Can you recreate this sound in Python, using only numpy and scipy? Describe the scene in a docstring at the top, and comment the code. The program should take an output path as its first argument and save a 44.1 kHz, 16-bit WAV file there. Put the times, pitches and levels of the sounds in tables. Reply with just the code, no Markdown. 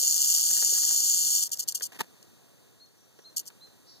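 """Under a bush on dry ground, a rattlesnake buzzes its tail, then stops in a few separate flicks.
Each stroke knocks the hollow segments together: random clicks bunched at every turn of the tail and ringing.
Shaped noise makes the stirred litter, close scuffs, ticking twigs and quiet outdoor air; a bump rings in modes.
Small birds far off are gliding sines: whistles, warbling trills and rasps."""
import sys
import numpy as np
from scipy import signal
from scipy.fft import rfft, irfft, next_fast_len
from scipy.io import wavfile
from scipy.ndimage import uniform_filter1d

SR = 44100
rng = np.random.default_rng(int(sys.argv[2]) if len(sys.argv) > 2 else 0)


def pcm_store(signal):
    """Save signal as 16-bit PCM."""
    levels = np.round(np.clip(np.atleast_2d(signal), -1, 1) * 32767)
    wavfile.write(sys.argv[1], SR, levels.astype(np.int16).T)


N = 176400
TIME = np.arange(N) / SR
SIZE = next_fast_len(N + SR // 2)  # room for filter tails
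FREQS = np.arange(SIZE // 2 + 1) * SR / SIZE

# Colour of the outdoor air. Each row: frequency in Hz, relative level in dB.
AIR_COLOUR = [(25, -50), (60, -12), (110, 5), (400, 1.5), (800, -7), (1500, -10.5), (3400, -11.5),
              (4300, -9.5), (5000, -13), (6000, -10), (8000, -12.5), (10000, -15.5), (15500, -16.5)]
# Slow swell of the air. Each row: time in seconds, level in dB.
AIR_LEVEL = [(0, -59.5), (2.0, -57), (2.3, -58), (2.7, -59.5), (2.9, -62), (3.4, -58.5), (4, -59)]
AIR_APART_DB = -11  # each side's own hiss against the shared hiss

# A bird's arched whistles. Each row: start in seconds, length in seconds, top pitch in Hz, level in dB.
WHISTLES = [(2.793, 0.069, 4324, -54.5), (3.237, 0.067, 4210, -51.5), (3.601, 0.069, 4140, -53.5)]
WHISTLE_RISE_HZ, WHISTLE_RISE_S, WHISTLE_SAG_HZ = 920, 0.00747, 100
# Quick falling chip at the end of each whistle
CHIP_S, CHIP_FROM_HZ, CHIP_TO_HZ, CHIP_DB = 0.0064, 6700, 5000, -59
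# Farther warbling trills. Each row: start in seconds, length in seconds, notes per second,
# middle pitch in Hz, swing either way in Hz, level in dB.
TRILLS = [(2.936, 0.15, 32, 5900, 282, -69.5), (3.157, 0.11, 52, 5860, 302, -66)]
# A bird's rasps. Each row: start in seconds, length in seconds, sweeps per second,
# sweep start in Hz and sweep end in Hz (both before the sag), level in dB.
RASPS = [(3.856, 0.1, 138, 3940, 6160, -53.5), (3.904, 0.11, 132, 3700, 5900, -59.5)]
RASP_SAG_HZ_PER_S = 2000
RASP_JITTER, SWEEP_PERIODS = .08, 1.8  # timing spread and sweep length, both in sweep periods
BIRD_ECHO_S, BIRD_ECHO_DB = 0.067, -7.5

# Colour of the dull litter stirred under the tail. Each row: frequency in Hz, relative level in dB.
STIR_COLOUR = [(40, -27), (110, -1), (200, 3.5), (450, -7.5), (750, -13.5), (1600, -12.5), (2400, -40.5)]
STIR_DB = -31.5  # against the buzz

# Scuffs near the microphone. 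Each row: start in seconds, length in seconds, level in dB.
SCUFFS = [(0.503, 0.03, -48), (0.556, 0.034, -47), (0.623, 0.016, -41.5), (0.74, 0.037, -50),
          (0.866, 0.086, -51), (1.921, 0.018, -48.5), (1.944, 0.033, -50), (1.992, 0.0089, -36.5),
          (2.005, 0.011, -28.5), (2.028, 0.017, -55.5)]
# Colour of the scuffs. Each row: frequency in Hz, relative level in dB.
SCUFF_COLOUR = [(40, -39), (120, -4), (250, -1.5), (470, -4.5), (600, -9), (760, -6), (1050, -8.5),
                (1350, -12.5), (1780, -2.5), (2200, -5), (3800, -11.5), (5500, -10.5), (8500, -15.5),
                (15500, -17.5)]
SCUFF_EDGE_S = 0.0015

# Hollow modes of a bump. Each row: frequency in Hz, level in dB, decay in seconds.
BUMP_MODES = [(188, -55, 0.0079), (302, -54, .008), (470, -48, 0.0097), (713, -43, 0.0083),
              (905, -23.5, 0.0027), (1203, -32, 0.0026), (1345, -35, 0.0032), (1887, -36, 0.0031)]
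BUMP_S, BUMP_ATTACK_S = 2.011, 0.004

# Twigs ticking. Each row: time in seconds, low knock in dB before its boost, snap in dB before its boost. The
# last row is not a twig: it sounds together with the falling chip that ends the third whistle.
TICKS = [(0.03, -45, -70), (0.379, -75, -53.5), (.505, -58.5, -56), (.571, -67, -54), (0.624, -47.5, -47.5),
         (0.723, -47.5, -59), (0.779, -64, -51), (.833, -68, -52), (.909, -71, -49), (1.809, -55, -48),
         (3.189, -52, -60), (3.502, -79, -59.5), (3.673, -62, -66)]
# Colour of a twig's low knock. Each row: frequency in Hz, relative level in dB.
KNOCK_COLOUR = [(100, -9), (300, 2.5), (470, 11.5), (700, -2.5), (1500, -36), (8000, -58)]
# Colour of a twig's snap. Each row: frequency in Hz, relative level in dB.
SNAP_COLOUR = [(300, -19), (900, -1), (1700, 4), (2600, 1), (7000, -9.5), (15000, -13)]
KNOCK_DECAY_S, KNOCK_BOOST_DB = 0.0051, 6
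SNAP_DECAY_S, SNAP_BOOST_DB = 0.0061, 9

# Vigour of the sustained buzz, up to its end. Each row: time in seconds, level in dB.
BUZZ_LEVEL = [(0, -25), (.17, -25), (.35, -23), (.40, -24.5), (.8, -24.5), (1.3, -25.5), (1.37, -24),
              (1.415, -28.5), (1.44, -26.5)]
# Pace and force of the tail. Each row: time in seconds, mean turns per second,
# mean dB by which a turn stands out before levelling.
STROKES = [(0, 152, 7), (.45, 160, 7), (.8, 183, 5), (1.15, 175, 4), (1.4, 165, 4.5), (1.8, 180, 5),
           (3.4, 215, 8)]
STROKE_JITTER, STROKE_SPREAD = .4 * .4, .6  # relative unevenness of pace (RMS) and of force (either way)
TURN_SHARE = .4  # width of the clatter, as a share of a stroke
KNOCKS_PER_S, KNOCK_SPREAD_DB = 10000, 1.0
KNOCK_APART_DB = -21.5  # each side's own knocks against the shared ones
# Single flicks, after which loose segments settle. Each row: start in seconds, length in seconds,
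# level in dB before the trim, settling length in seconds, settling level in dB before the trim.
FLICKS = [(1.425, 0.02, -30, 0.028, -30), (1.517, 0.027, -27, 0.037, -43.5),
          (1.593, 0.016, -24.5, 0.03, -36), (1.683, 0.014, -24, 0.019, -37),
          (1.749, 0.01, -21.5, 0.019, -35), (1.823, 0.019, -25.5, 0.026, -32.5),
          (3.366, 0.016, -24.5, 0.005, -38), (3.393, 0.0098, -31.5, 0.012, -46),
          (3.464, 0.024, -42, .004, -54)]
FLICK_ATTACK_S, FLICK_RELEASE_S, FLICK_TRIM_DB = 0.0014, 0.0037, -3
# Single hard knocks of a segment. Each row: time in seconds, level in dB.
STRAYS = [(.302, -16), (1.099, -16.5), (1.305, -22), (1.352, -18), (1.427, -20.5), (1.493, -38),
          (1.503, -44), (1.565, -44), (1.573, -33), (1.587, -34), (1.677, -31), (1.687, -19.5),
          (1.723, -26), (1.783, -41), (1.789, -43), (1.799, -35), (1.806, -40), (2.228, -44), (3.364, -37),
          (3.381, -22.5), (3.456, -45), (3.478, -34), (3.484, -47)]
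STRAY_ATTACK_S, STRAY_DECAY_S = 0.00056, 0.0021
# Dry click of the segments. Each row: frequency in Hz, relative level in dB.
SHELL_COLOUR = [(700, -33), (1700, -33), (2400, -88), (2850, -4), (3500, -14.5), (3870, -28), (4130, -7.5),
                (4450, -0.5), (5100, -4), (5650, 0), (6600, 1), (7500, 4), (8500, -4), (9900, -9),
                (11200, -5), (13500, -6.5), (15600, -10)]
# Hollow segments ringing in the buzz. Each row: frequency in Hz, width in Hz, level against the buzz in dB.
CAVITIES = [(6862, 180, -5.5), (7260, 110, -10.5)]
# The rattle's place between the microphones. Each row: frequency in Hz, left minus right in dB.
RATTLE_PAN = [(2800, 1), (3400, 6), (3850, -9), (4350, 23.5), (5100, -7.5), (5700, 13.5), (6500, -0.5)]
SCATTER_S, SCATTER_DB = 0.0054, -16.5  # diffuse reflections around the rattle

# Phase of the right microphone against the left. Each row: frequency in Hz, phase in cycles.
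MIC_PHASE = [(0, -.5), (450, -.32), (900, -.02), (1650, .02), (2200, .48), (3000, .5), (3750, .02),
             (4500, -.02), (5200, -.5), (15600, -4.5)]
CUTOFF_HZ = 15750


def from_db(db):
    """Turn decibels into gain."""
    return 10 ** (np.asarray(db) / 20)


def rms_one(x):
    """Scale to unit power."""
    return x / np.sqrt(np.mean(np.abs(x) ** 2) + 1e-20)


def in_time(rows):
    """Draw a curve through the rows at every sample."""
    return np.interp(TIME, *np.transpose(rows))


def at_hz(points):
    """Spread a spectrum table over all frequencies, on a log frequency scale."""
    hz, value = np.transpose(points)
    return np.interp(np.log(FREQS + 1), np.log(hz), value)


def filtered(x, response):
    """Apply a frequency response."""
    return irfft(rfft(x, SIZE) * response, SIZE)[..., :N]


def colour(x, points):
    """Colour with a causal filter of the given spectrum; white input keeps its power."""
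    cepstrum = irfft(np.log(from_db(at_hz(points))), SIZE)
    # Doubling the first half of the cepstrum leaves no sound ahead of its cause
    response = np.exp(rfft(2 * cepstrum[:SIZE // 2], SIZE))
    return filtered(x, rms_one(response))


def resonate(x, hz, width_hz):
    """Ring one two-pole resonance, at unit power."""
    radius = np.exp(-np.pi * width_hz / SR)
    feedback = [1, -2 * radius * np.cos(2 * np.pi * hz / SR), radius * radius]
    return rms_one(signal.lfilter([1, 0, -1], feedback, x))


def burst(start, length, attack, release):
    """Envelope that rises exponentially up to its start, holds, then falls exponentially."""
    rise = np.minimum((TIME - start) / attack, 0)
    fall = np.maximum((TIME - start - length) / release, 0)
    return np.exp(np.maximum(rise - fall, -40))


def grains(per_s, spread_db):
    """Random clicks of uneven size and either sign, at unit power."""
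    size_db = spread_db * np.minimum(rng.exponential(1, N), 4)
    sizes = from_db(size_db) * rng.choice([-1, 1], N)
    return rms_one(sizes * (rng.random(N) < per_s / SR))


def scattered(x, decay_s, db):
    """Add diffuse reflections, a decaying noise tail different on each side."""
    tail = rng.standard_normal((2, SR // 2)) * np.exp(-TIME[:SR // 2] / decay_s)
    return x + from_db(db) * filtered(x, rms_one(rfft(tail, SIZE)))


def air():
    """Soft outdoor hiss: coloured noise, mostly shared by both sides."""
    white = rng.standard_normal(N) + from_db(AIR_APART_DB) * rng.standard_normal((2, N))
    return from_db(in_time(AIR_LEVEL)) * colour(white, AIR_COLOUR)


def note(start, length, hz):
    """A sine on a pitch curve that swells and fades."""
    swell = np.sqrt(2) * np.sin(np.pi * np.clip((TIME - start) / length, 0, 1))
    return swell * np.sin(2 * np.pi * np.cumsum(hz) / SR)


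def whistle(start, length, top_hz):
    """The pitch slides up fast towards its top, then sags at the end."""
    age = np.clip(TIME - start, 0, length)
    rise = WHISTLE_RISE_HZ * np.exp(-age / WHISTLE_RISE_S)
    sag = WHISTLE_SAG_HZ * (age / length) ** 4
    return note(start, length, top_hz - rise - sag)


def chip(start):
    """A tiny note falling straight in pitch."""
    return note(start, CHIP_S, np.interp(TIME, [start, start + CHIP_S], [CHIP_FROM_HZ, CHIP_TO_HZ]))


def trill(start, length, rate, hz, swing):
    """Pitch and loudness warble together, softest where the pitch is highest."""
    warble = np.cos(2 * np.pi * rate * (TIME - start))
    return (1 - .5 * warble) * note(start, length, hz + swing * warble)


def rasp(start, length, rate, low, high):
    """Overlapping upward sweeps, uneven in time and strength, sinking in pitch."""
    out, count = np.zeros(N + SR), int(length * rate)
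    along = np.linspace(0, 1, int(SWEEP_PERIODS / rate * SR), endpoint=False)
    for k, (late, strength, phase) in enumerate(rng.standard_normal((40, 3))[:count]):
        age = (k + RASP_JITTER * late) / rate
        hz = low + (high - low) * along - RASP_SAG_HZ_PER_S * age
        swell = np.sin(np.pi * (k + .5) / count)  # over the whole rasp
        gain = from_db(2 * strength) * swell * np.sin(np.pi * along) ** .25
        first = int((start + age) * SR)
        out[first:first + len(along)] += gain * np.sin(2 * np.pi * (np.cumsum(hz) / SR + phase))
    return out[:N]


def birds():
    """Far whistles with their chips, trills and rasps, all in a diffuse echo."""
    out = np.zeros(N)
    for start, length, top_hz, db in WHISTLES:
        out += from_db(db) * whistle(start, length, top_hz)
        out += from_db(CHIP_DB) * chip(start + length - CHIP_S / 2)
    for *shape, db in TRILLS:
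        out += from_db(db) * trill(*shape)
    for *shape, db in RASPS:
        out += from_db(db) * rasp(*shape)
    return scattered(out, BIRD_ECHO_S, BIRD_ECHO_DB)


def buzz_gain():
    """The sustained shaking, silent once it has ended."""
    return from_db(in_time(BUZZ_LEVEL)) * (TIME < BUZZ_LEVEL[-1][0])


def stirred_litter():
    """Dull noise that follows the vigour of the buzz."""
    return from_db(STIR_DB) * colour(buzz_gain() * rng.standard_normal(N), STIR_COLOUR)


def scuffs():
    """Gritty rubbing: coloured clicks let through by short bursts of pressure."""
    pressure = sum(from_db(db) * burst(start, length, SCUFF_EDGE_S, SCUFF_EDGE_S)
                   for start, length, db in SCUFFS)
    return colour(pressure * grains(per_s=6000, spread_db=5.0), SCUFF_COLOUR)


def bump():
    """A few short modes that swell and die."""
    out = np.zeros(N)
    for hz, db, decay in BUMP_MODES:
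        ring = np.sin(2 * np.pi * (hz * TIME + rng.random()))
        out += from_db(db) * burst(BUMP_S, 0, BUMP_ATTACK_S, decay) * ring
    return out


def twigs():
    """Each tick mixes a low knock and a bright snap, both dying bursts of coloured noise."""
    knocks = sum(from_db(db + KNOCK_BOOST_DB) * burst(s, 0, 1 / SR, KNOCK_DECAY_S) for s, db, _ in TICKS)
    snaps = sum(from_db(db + SNAP_BOOST_DB) * burst(s, 0, 1 / SR, SNAP_DECAY_S) for s, _, db in TICKS)
    low = colour(knocks * rng.standard_normal(N), KNOCK_COLOUR)
    return low + colour(snaps * rng.standard_normal(N), SNAP_COLOUR)


def ground():
    """Litter, scuffs, bump and twigs with short diffuse reflections."""
    return scattered(stirred_litter() + scuffs() + bump() + twigs(), decay_s=0.005, db=-16.0)


def strokes():
    """Each turn of the tail throws the segments together at once; the clatter then thins."""
    wander = rms_one(uniform_filter1d(rng.standard_normal(N), size=441))  # over 10 ms
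    table = np.array(STROKES)
    speed, depth_db = in_time(table[:, [0, 1]]), in_time(table[:, [0, 2]])
    turns = np.cumsum(speed * (1 + STROKE_JITTER * wander)) / SR
    force = 1 + STROKE_SPREAD * rng.uniform(-1, 1, N)[turns.astype(int)]  # one draw per turn
    clatter = np.exp(-(turns % 1 / TURN_SHARE) ** 2)
    gain = from_db(depth_db * force * clatter)
    return gain / np.sqrt(uniform_filter1d(gain ** 2, size=2205))  # level power over 50 ms


def segment_knocks():
    """Dense clicks bunched by the strokes, mostly shared by both sides."""
    shared, left, right = (grains(KNOCKS_PER_S, KNOCK_SPREAD_DB) for _ in range(3))
    return strokes() * rms_one(shared + from_db(KNOCK_APART_DB) * np.array([left, right]))


def flick_gain():
    """Each flick rises fast and hands over to the settling of loose segments."""
    out = np.zeros(N)
    for start, length, db, settle, settle_db in FLICKS:
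        flick = from_db(db) * burst(start, length, FLICK_ATTACK_S, FLICK_RELEASE_S)
        settling = from_db(settle_db) * burst(start + length, settle, FLICK_ATTACK_S, FLICK_RELEASE_S)
        out += np.maximum(flick, settling)
    return from_db(FLICK_TRIM_DB) * out


def stray_knocks():
    """Single hard knocks as very short bursts of noise."""
    gain = sum(from_db(db) * burst(s, 0, STRAY_ATTACK_S, STRAY_DECAY_S) for s, db in STRAYS)
    return gain * rng.standard_normal(N)


def cavity_rings(knocks):
    """The knocks, with random signs, set the hollow segments ringing."""
    return sum(from_db(db) * resonate(knocks * rng.choice([-1, 1], N), hz, width)
               for hz, width, db in CAVITIES)


def rattle():
    """Shell-coloured knocks in buzz and flicks, with cavities ringing through the buzz."""
    knocks, buzz = segment_knocks(), buzz_gain()
    clicks = colour(knocks * (buzz + flick_gain()) + stray_knocks(), SHELL_COLOUR)
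    sound = clicks + cavity_rings(knocks) * buzz
    sides = from_db(at_hz(RATTLE_PAN) * np.array([[.5], [-.5]]))
    sides = sides / np.sqrt(np.mean(sides ** 2, axis=0))  # panning keeps the power
    return filtered(scattered(sound, SCATTER_S, SCATTER_DB), sides)


def scene():
    """Air, birds, ground and snake together."""
    return air() + birds() + ground() + rattle()


def record(dry):
    """The microphone pair shifts the phase between the sides; the top is cut steeply."""
    phase = np.interp(FREQS, *np.transpose(MIC_PHASE))
    low_pass = 1 / np.sqrt(1 + (FREQS / CUTOFF_HZ) ** 600)
    # Half the shift goes to each side, in opposite directions
    shift = np.exp(1j * np.pi * phase * np.array([[-1], [1]]))
    return filtered(dry, low_pass * shift)


dry = scene()
out = record(dry)
pcm_store(out)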